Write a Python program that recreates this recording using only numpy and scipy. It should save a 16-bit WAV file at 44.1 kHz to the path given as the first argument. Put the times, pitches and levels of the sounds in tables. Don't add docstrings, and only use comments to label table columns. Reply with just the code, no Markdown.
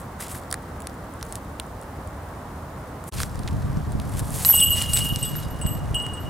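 import sys
import numpy as np
from scipy import signal
from scipy.fft import rfft, irfft, next_fast_len
from scipy.io import wavfile

SR = 44100
rng = np.random.default_rng(int(sys.argv[2]) if len(sys.argv) > 2 else 0)


def digitize_waveform(pressure):
    field = np.atleast_2d(pressure).T
    bounded = np.clip(field, -1, 1)
    quanta = np.round(bounded * 32767).astype(np.int16)
    wavfile.write(sys.argv[1], SR, quanta)


def field_ratio(decibels):
    return 10 ** (np.asarray(decibels, dtype=float) / 20)


N = 277785
TIME = np.arange(N) / SR
CUT_S = 3.1085


def evened(x):
    return x / np.sqrt(np.mean(x ** 2) + 1e-20)


def read(points, hz):
    f, value = np.transpose(points)
    return np.interp(np.log(hz + 1), np.log(f + 1), value)


def coloured(x, points):
    size = next_fast_len(N)
    gain = field_ratio(read(points, np.fft.rfftfreq(size, 1 / SR)))
    return evened(irfft(rfft(x, size) * gain, size)[..., :N])


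def band(x, hz, width_hz, order=2):
    edges = np.clip([hz - width_hz / 2, hz + width_hz / 2], 20, SR / 2 - 500)
    return signal.sosfilt(signal.butter(order, edges, "bandpass", fs=SR, output="sos"), x)


def drift(hz):
    return evened(signal.sosfilt(signal.butter(2, hz, fs=SR, output="sos"), rng.standard_normal(N)))


# f/Hz, density/dB per Hz
TRAFFIC = [(15, -36), (25, -16.5), (75, 0.5), (112, -4), (161, -6), (218, -9), (294, -10), (331, -14),
           (547, -13.5), (616, -13), (1120, -15), (1950, -26), (2500, -36), (3000, -39), (3900, -49.5),
           (6600, -120)]
# f/Hz, density/dB per Hz
HISS = [(1500, -13), (2600, -3), (3900, 6), (7000, 5), (10000, 2.5), (14800, -0.5), (15400, 10),
        (15850, -14)]
# f/Hz, correlation/1
LIKENESS = [(60, 1), (130, 1), (290, 0.94), (640, 0.87), (1410, 0.57), (3100, 0.34), (6820, 0.21),
            (15000, 0.7)]
# f/Hz, level/dB
BALANCES = [(60, 0.5), (110, -0.5), (200, 0), (380, -0.5), (700, -3), (1290, -1), (2380, 2.5), (4400, -1),
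            (8120, 1.5), (15000, 0)]


def traffic(roar_db=-35.5, hiss_db=-57):
    size = next_fast_len(N)
    hz = np.fft.rfftfreq(size, 1 / SR)
    same = np.clip(read(LIKENESS, hz), -1, 1)
    lean = field_ratio(read(BALANCES, hz) / 2)
    a, b = rfft(rng.standard_normal((2, size)))
    left = a * lean
    right = (same * a + np.sqrt(1 - same ** 2) * b) / lean
    pair = irfft(np.array([left, right]), size)[:, :N]
    roar = field_ratio(roar_db + 0.58 * drift(1.07)) * coloured(pair, TRAFFIC)
    return roar + field_ratio(hiss_db) * coloured(pair, HISS)


# t/s, level/dB
GUSTS = [(3.12, -56), (3.13, -33.5), (3.5, -31.5), (3.55, -26), (3.91, -27), (4.15, -26), (4.52, -36.5),
         (4.62, -29), (5.38, -31), (5.55, -35.5), (5.64, -31), (5.9, -27), (6.12, -40.5), (6.3, -28.5)]
# f/Hz, density/dB per Hz
WIND_MID = [(12, -41), (20, -21.5), (59, -1), (81, -0.5), (145, -3.5), (248, -18.5), (286, -15.5),
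            (375, -63), (600, -50), (780, -67), (1320, -120)]
# f/Hz, density/dB per Hz
WIND_SIDE = [(12, -41), (20, -23), (57, 3), (125, 9), (325, -11.5), (381, -28), (414, -13), (492, -17),
             (600, -16), (780, -49), (1320, -120)]


def wind(side_db=-3.5, lumpy_db=3.0, sweep=0.71, skew=0.2):
    eddies, others = rng.standard_normal((2, N)) * field_ratio(lumpy_db * drift(42.0))
    mid = coloured(eddies, WIND_MID)
    ahead = -signal.hilbert(eddies, next_fast_len(N))[:N].imag
    side = field_ratio(side_db) * coloured(sweep * ahead + (1 - sweep) * others, WIND_SIDE)
    push = np.array([mid + side, mid - side])
    push += skew * band(push ** 2, 460, 1100)
    gust = field_ratio(np.interp(TIME, *np.transpose(GUSTS)))
    return gust * (TIME > 3.11) * push


def trees(x):
    taps, t = np.zeros((2, 8000)), np.arange(8000) / SR
    at = np.arange(120, 7900, 40) + rng.integers(0, 40, (2, 195))
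    np.put_along_axis(taps, at, rng.choice([-1., 1.], at.shape), 1)
    taps *= field_ratio(-60 * t / 0.013)
    return signal.fftconvolve(x[None], taps / np.linalg.norm(taps[0]), axes=1)[:, :N]


# peak t/s, level/dB, rise/s, fall/s, brightness/dB
SCUFFS = [(0.0, -61.5, .01, 0.071, 11.5), (0.205, -42.5, .01, 0.068, 8.5), (0.226, -43.5, 0.027, 0.028, 8),
          (0.27, -49, .08, 0.056, -3), (0.322, -50, 0.06, 0.046, 12.5), (0.3, -53, 0.027, .04, 4),
          (0.355, -50.5, 0.04, 0.06, 7), (0.38, -57.5, .03, 0.071, 7), (0.5, -75, .2, 1.4, -3),
          (1.366, -55, 0.23, 0.039, 5), (3.08, -56, 0.021, 0.055, 15.5), (3.14, -44, 0.023, 0.14, 3),
          (3.185, -36.5, 0.026, 0.044, -3), (3.208, -39, 0.014, 0.066, 6), (3.228, -41, 0.067, 0.02, 3),
          (3.255, -59, .02, 0.017, 4), (4.198, -42, 0.092, 0.014, 6), (4.305, -51.5, 0.28, .02, 8.5),
          (4.355, -40, 0.045, 0.035, 9.5), (4.422, -36.5, 0.099, 0.038, 10), (4.45, -40, .003, 0.48, 14.5),
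          (4.785, -34.5, 0.059, 0.13, 2.5), (4.992, -36.5, 0.16, 0.062, 10), (5.05, -43, .1, 0.11, 11),
          (5.19, -48, 0.14, 0.53, 3), (5.435, -55, .2, 0.064, 5)]


def effort(span_db=20):
    later = TIME > CUT_S
    low = field_ratio(np.where(later, -58.5, -68.5)) ** 2
    high = low * field_ratio(np.where(later, -0.5, 5.5)) ** 2
    for peak_s, db, rise_s, fall_s, bright_db in SCUFFS:
        away = np.maximum((peak_s - TIME) / rise_s, (TIME - peak_s) / fall_s).clip(0, 9)
        power = field_ratio(db - span_db * away) ** 2
        low = low + power
        high = high + power * field_ratio(bright_db) ** 2
    return np.sqrt(low), np.sqrt(high)


def rustle(per_s=12000, spread_db=2.5, clump_db=2.05):
    grains = field_ratio(spread_db * np.minimum(rng.exponential(1, (4, N)), 5)) * rng.standard_normal((4, N))
    grains *= rng.random((4, N)) < per_s / SR
    sides = 0.1 * grains[2:, None] * np.array([[1], [-1]])
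    low, high = (grains[:2, None] + sides) * field_ratio(clump_db * drift(58))
    low = evened(band(low, 3960, 7060))
    high = evened(band(high, 10030, 4900) + 0.18 * band(high, 13700, 3700))
    crunch, crackle = effort()
    return 1.48 * crunch * low + crackle * high


# f/Hz, width/Hz
SNAP_BANDS = [
    (1650, 1100),
    (8800, 3360),
    (13000, 6600),
]


def snap(rows, air_db=-8):
    out, t = np.zeros(N + 400), np.arange(200) / SR
    envelope = .35 * np.exp(-t / .00015) + .1 * np.exp(-t / .001)
    bursts = rng.standard_normal((len(rows), 200)) * envelope
    bursts[:, 0] = np.sign(bursts[:, 0])
    bursts = np.pad(bursts, ((0, 0), (0, 200)))
    for (s, db, bright_db, body_db, crack_hz), burst in zip(rows, bursts):
        bands = [SNAP_BANDS[0], (crack_hz, 0.77 * crack_hz), *SNAP_BANDS[1:]]
        part = np.array([band(burst, hz, width) for hz, width in bands])
        crack_db, tick_db = min(-bright_db, 0), min(bright_db, 0)
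        gains = field_ratio(db + np.array([body_db, crack_db, tick_db, tick_db + air_db]))
        out[round(s * SR):][:400] += gains / abs(part).max(1) @ part
    return out[:N]


# t/s, level/dB, brightness/dB
LEAVES = [(0.0169, -33, 16), (0.214, -20, 12), (0.248, -33, -3), (0.2638, -32, 11), (0.328, -30, 11),
          (0.377, -29, 10), (0.283, -22, 8), (0.3065, -27.5, -14), (0.3849, -28, 16), (0.5051, -27, 9),
          (0.523, -33, 12), (0.5367, -36, 2), (0.6238, -38, 13), (0.8206, -27, 6), (0.8967, -34, -15),
          (0.942, -38, 13), (1.138, -33.5, 15), (1.212, -31, -15), (1.2518, -30, 11), (1.266, -33, 14),
          (1.362, -40, -13), (1.8143, -28, 21), (1.8258, -37, 1), (1.8331, -34, 16), (2.075, -30, 9),
          (2.923, -52, -3), (3.0403, -27, 6), (0.8124, -40, 14), (1.1771, -43, 0), (1.4473, -37, 14),
          (1.666, -36, 12), (0.4352, -35, 3),
          (3.1237, -25, -4), (3.1342, -25, -10), (3.1815, -29, -5), (3.251, -35, 5),
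                (3.243, -39, 1.5), (3.2953, -35, -1), (3.3925, -25, 1), (3.4343, -28, -2), (3.488, -29, 0),
                (3.5104, -33, -4), (3.533, -35, 12), (3.921, -25.5, 8), (4.0274, -42, 12),
                (4.0955, -29, 12), (4.1388, -26, 3), (4.194, -15, 12), (4.299, -32, 1), (4.3055, -19.5, 24),
                (4.3127, -36, 13)]


def leaves(body_db=-22, crack_hz=4800):
    return snap([(*row, body_db, crack_hz) for row in LEAVES])


# t/s, level/dB, brightness (tick over crack)/dB, body/dB, crack f/Hz
TWIGS = [(0.199, -39, -8, 7.5, 3000), (0.2037, -23, 13, -9, 5500), (0.2095, -28, 0, 4, 4000),
         (0.2285, -26, 6, 0, 4000), (0.3495, -34, -6, 7, 3500), (0.513, -16, 1, -19, 5170),
         (0.5265, -4, 6.5, -12.5, 4330), (0.5419, -12, 5.5, -5.5, 4020), (0.8042, -26, 23, -7, 5040),
         (0.871, -14.5, -3.5, -13, 6300), (1.2279, -17, -6, -7, 5600), (1.3247, -17, 9, -18, 6000),
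         (1.3555, -13, 3, -22, 6160), (1.5987, -12.5, 2, -13, 4900), (1.6005, -33, -10, 6, 2500),
         (3.203, -14, -3, -4, 5170), (3.233, -9, -15, -9, 5370), (3.3566, -30, 1, -1, 4000),
         (3.4765, -20.5, -5, -23, 3480), (3.4803, -24, -10, -1, 3280), (3.4855, -26, -6, -12, 2880),
         (3.7712, -31, -20, -5, 4800), (3.9996, -20.5, -2, -10, 4800), (4.1333, -46, 2.5, 8, 4800)]


def twigs():
    return snap(TWIGS)


# t/s, level/dB, brightness/dB, body/dB, crack f/Hz
TICKS = [(4.449, -3.5, -2, -20, 4400), (4.5, -18, -2, -4, 5000), (4.603, -23, -8, -24, 3600),
         (4.783, -19, -6, -20, 3500), (4.8172, -14, 1, -21, 4200), (4.8227, -6.5, 11, -20, 5500),
         (4.84, -26, -7, 0, 3440), (4.934, -5, 4, -22, 5200), (4.9728, -8, 0, -23, 4030),
         (5.019, -23, 12, -25, 6030), (5.1365, -29, -4, -20, 4500), (5.1601, -8, 1, -25, 6000),
         (5.2, -30, 10, -25, 6000), (5.241, -29, -8, -20, 4000), (5.318, -27, -6, -21, 5000),
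         (5.354, -27.5, -4, 2, 3800), (5.433, -31, -4, -17, 4000), (5.6156, -32, -2, -1, 4950),
         (5.6635, -22, 3, -10, 5200), (5.945, -24, -8, -10, 4480), (6.0004, -28, 0, -20, 6000),
         (6.0655, -20, 5, -9, 5000)]


def ticks():
    return snap(TICKS)


def rattle(count=36, per_s=900, level_db=-6, t60=.03):
    t, out = np.arange(3000) / SR, np.zeros(N)
    taps = field_ratio(4.1 * np.minimum(rng.exponential(1, N), 3)) * (rng.random(N) < per_s / SR)
    taps *= effort()[0] * (TIME > 4.449) * (TIME < 5.46)
    link = rng.integers(0, count, N)
    for k, hz in enumerate(np.geomspace(3000, 11500, count) * rng.uniform(1.0, 1.03, count)):
        ring_out = field_ratio(-60 * t / t60) * np.sin(2 * np.pi * hz * t)
        out += signal.oaconvolve(taps * (link == k), ring_out)[:N]
    return field_ratio(level_db) * out


# t/s, level/dB, f/Hz, t60/s
KNOCKS = [(4.449, -26, 1090, 0.035), (4.449, -31, 1270, 0.025), (4.45, -29, 1930, 0.037),
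          (4.449, -19, 3970, 0.029), (4.449, -34, 3050, .02), (4.49, -24, 890, .015),
          (4.501, -22.5, 910, 0.022), (4.501, -26.5, 5540, 0.065), (4.541, -18, 890, 0.018),
          (4.593, -28, 5400, .03), (4.6, -21, 3440, 0.028), (4.933, -38, 5190, .04),
          (4.972, -24, 3820, .03), (5.24, -40, 3780, 0.099), (5.243, -46, 4790, .12), (5.25, -40, 3410, .2),
          (5.355, -45, 3800, 0.12), (5.431, -48, 3770, .15), (5.44, -49, 4900, 0.18)]


def knocks():
    out, t = np.zeros(N), np.arange(5000) / SR
    for s, db, hz, t60 in KNOCKS:
        out[round(s * SR):][:5000] += field_ratio(db - 60 * t / t60) * np.sin(2 * np.pi * hz * t)
    return out


def steel(hits, modes, scatter_db, rise_s, apart, wobble):
    hz, db, t60 = np.transpose(modes)
    pole = 2j * np.pi * hz - np.log(1000) / t60
    ports = np.exp(1j * apart * rng.standard_normal(len(hz))[:, None] * [1, -1])
    sway = np.exp(wobble * (drift(17) / 2 + 1j * drift(90)))[:, None]
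    luck = rng.standard_normal((len(hits), 2, len(hz)))
    starts = [round(row[0] * SR) for row in hits] + [N]
    out, state = np.zeros((N, 2), complex), np.zeros(len(hz), complex)
    for (s, hit_db, keep, *aim), a, b, (size, place) in zip(hits, starts, starts[1:], luck):
        t = np.arange(max(b - a, 0) + 1)[:, None] / SR
        strike = field_ratio(hit_db + db + scatter_db * size) * np.sign(place)
        if aim:
            lean_db, face = aim
            strike[:2] = abs(strike[:2]) * field_ratio(lean_db * np.array([1, -1])) * [np.sign(face), 1]
            strike = strike * np.exp(1j * np.angle(state[1]))
        soft = 1 + 12 * min(abs(state).sum() / abs(strike).sum(), 1)
        onset = 1 - np.exp(-t / (rise_s * soft))
        held = state * (1 - (1 - np.clip(keep, 0, 1)) * onset)
        swing = (held + strike * onset) * np.exp(pole * t)
        out[a:b] = swing[:-1] @ ports
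        state = swing[-1]
    return (out * sway).imag.T


def spray(hits, low_hz, high_hz, db, t60, lag_s, count=40):
    out, t = np.zeros((2, N + 3000)), np.arange(3000)[:, None] / SR
    fade = np.cos(np.linspace(0, np.pi / 2, 3000))
    luck = rng.random((len(hits), 4, count))
    for (s, hit_db, *_), (pitch, wait, size, side) in zip(hits, luck):
        hz = low_hz * (high_hz / low_hz) ** pitch ** 1.5
        age = np.maximum(t + lag_s * np.log(np.minimum(2 * wait, 1)), 0)
        level = field_ratio(hit_db + db - 2.2 * size - 60 * age / t60 * (hz / low_hz) ** 2)
        rings = level * np.sin(2 * np.pi * (hz * age + 7 * size))
        rings *= 1 - np.exp(-age / .0007)
        pan = np.array([.8 + .4 * side, 1.2 - .4 * side])
        out[:, round(s * SR):][:, :3000] += fade * (rings @ pan.T).T
    return out[:, :N]


# t/s, level/dB
LINK_HITS = [(4.451, -20.5), (4.457, -15), (4.4753, -15.5), (4.487, -14), (4.497, -10.5), (4.507, -13),
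             (4.517, -14), (4.535, -13), (4.603, -20), (4.628, -21), (4.658, -23), (4.704, -19),
             (4.721, -19.5), (4.769, -36), (4.816, -39), (4.9, -31), (4.934, -27), (5.045, -32.5),
             (5.083, -33), (5.184, -32), (5.23, -41), (5.25, -26.5), (5.282, -33.5), (5.358, -31),
             (5.375, -31.5), (5.503, -43.5), (5.664, -37), (5.691, -41), (5.707, -35), (5.945, -41),
             (6.199, -49), (6.217, -47)]
LINK_CHOKES = [4.748, 5.32, 5.4, 5.535, 5.78, 6.26]
# f/Hz, level/dB, t60/s
LINKS = [(11770, -4, .2), (11881, -3, .28), (11936, -4, .24), (12234, -11, .12), (12585, -11, .13),
         (12662, -11, .17), (13684, -16, .1)]
# low f/Hz, high f/Hz, level/dB, t60 at low f/s, mean lag/s
LINK_CROWD = (11500, 14000, -23, .05, -4)


def links():
    hits = [(s, db, 0.61) for s, db in LINK_HITS]
    hits = sorted(hits + [(s, -66, 0.21) for s in LINK_CHOKES])
    return steel(hits, LINKS, 3.9, 0.00049, 0.29, 0.59) + spray(hits, *LINK_CROWD)


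# t/s, level/dB
OVERTONE_HITS = [(4.451, -23), (4.526, -20), (4.548, -12), (4.576, -17), (4.603, -7.5), (4.635, -16),
                 (4.722, -22), (4.777, -28.5), (4.818, -42), (4.934, -17), (4.991, -36), (5.015, -52),
                 (5.035, -29), (5.156, -39), (5.2273, -21.5), (5.277, -47), (5.613, -28), (5.645, -48),
                 (5.663, -32), (5.944, -26.5), (6.021, -32.5), (6.135, -34.5)]
# f/Hz, level/dB, t60/s
ROD_OVERTONES = [(8005, -10, .25), (8037, -5, .32), (8120, -13, .16), (8182, -14, .12), (8489, -13, .06),
                 (8822, -15, .05), (9276, -13, .07), (10131, -15, .05), (10435, -15, .06), (15208, -23, .08),
                 (15640, -25, .06)]
# low f/Hz, high f/Hz, level/dB, t60 at low f/s, mean lag/s
OVERTONE_CROWD = (8100, 11300, -14, .045, .006)


def overtones():
    hits = [(s, db, 0.72) for s, db in OVERTONE_HITS]
    return steel(hits, ROD_OVERTONES, 4.4, 0.00047, 0.17, 0.11) + spray(hits, *OVERTONE_CROWD)


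# low f/Hz, high f/Hz, level/dB, t60 at low f/s, mean lag/s
TOP_CROWD = (14900, 15800, -38, 0.2, 1)


def shimmer():
    return spray(OVERTONE_HITS, *TOP_CROWD)


# t/s, level/dB, lean to lowest mode/dB, face +1 or -1
ROD_HITS = [(4.45, -41.5, -6.5, 1), (4.527, -22, 2, -1), (4.552, -26, -5.5, 1), (4.567, -21, 5, -1),
            (4.609, -15, 2, -1), (4.651, -24, 9, -1), (4.68, -20, 1, 1), (4.703, -23, -2.5, -1),
            (4.741, -23, 2.5, 1), (4.765, -24.5, -4, -1), (4.809, -23, 1, 1), (4.835, -32, 0, 1),
            (4.858, -29, 4, 1), (4.88, -32, 8.5, -1), (4.933, -29, -4, 1), (4.962, -31, 4, -1),
            (5.001, -24, -3.5, -1), (5.046, -30.5, 8.5, -1), (5.087, -26, -1, -1), (5.135, -30.5, 4, -1),
            (5.18, -45, -2, -1), (5.216, -31, 4.5, -1), (5.264, -36, 1, -1), (5.326, -40, 4, -1),
            (5.369, -43.5, -2.5, -1), (5.51, -51, -5, 1), (5.614, -38.5, 4.5, 1), (5.66, -35, 3, -1),
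            (5.704, -41, 4, -1), (5.943, -24, -2.5, -1), (6.04, -31.5, -3.5, -1), (6.164, -36, -0.5, -1),
            (6.2, -50, 0, -1), (6.23, -49, -2, -1), (6.252, -41.5, -2.5, -1)]
# f/Hz, level/dB, t60/s
RODS = [(2852, -4, .6), (2876, -1, .75), (2934, -13, .35), (3049, -11, .3), (3235, -20, .12)]
# low f/Hz, high f/Hz, level/dB, t60 at low f/s, mean lag/s
ROD_CROWD = (2980, 3500, -28, .1, .012)


def rods():
    hits = [(s, db, 0.035, *aim) for s, db, *aim in ROD_HITS]
    return steel(hits, RODS, 1.7, .0006, 0.21, .09) + spray(hits, *ROD_CROWD)


def scene():
    basket = rods() + overtones() + links() + knocks()
    snaps = leaves() + twigs() + ticks()
    feet = snaps * field_ratio(np.array([[-.5], [.5]])) + rustle()
    echoes = trees(field_ratio(-30.5) * basket.mean(0) + field_ratio(-16.0) * feet.mean(0))
    near = basket * field_ratio(np.array([[-.4], [.4]])) + feet + rattle() + shimmer()
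    return near + echoes + traffic() + wind()


def band_limit(x):
    return signal.sosfilt(signal.butter(12, 16810, fs=SR, output="sos"), x)


def record(dry):
    ceiling = .7
    soft = ceiling * np.tanh(dry / ceiling)
    inside = signal.oaconvolve(soft, signal.firwin(401, 16000, fs=SR)[None], "same")
    leaky = inside + field_ratio(-40) * (soft - inside)
    fade = np.clip(abs(TIME - CUT_S) / .017, .08, 1) ** 3.5
    return band_limit(leaky * fade)


dry = scene()
out = record(dry)
digitize_waveform(out)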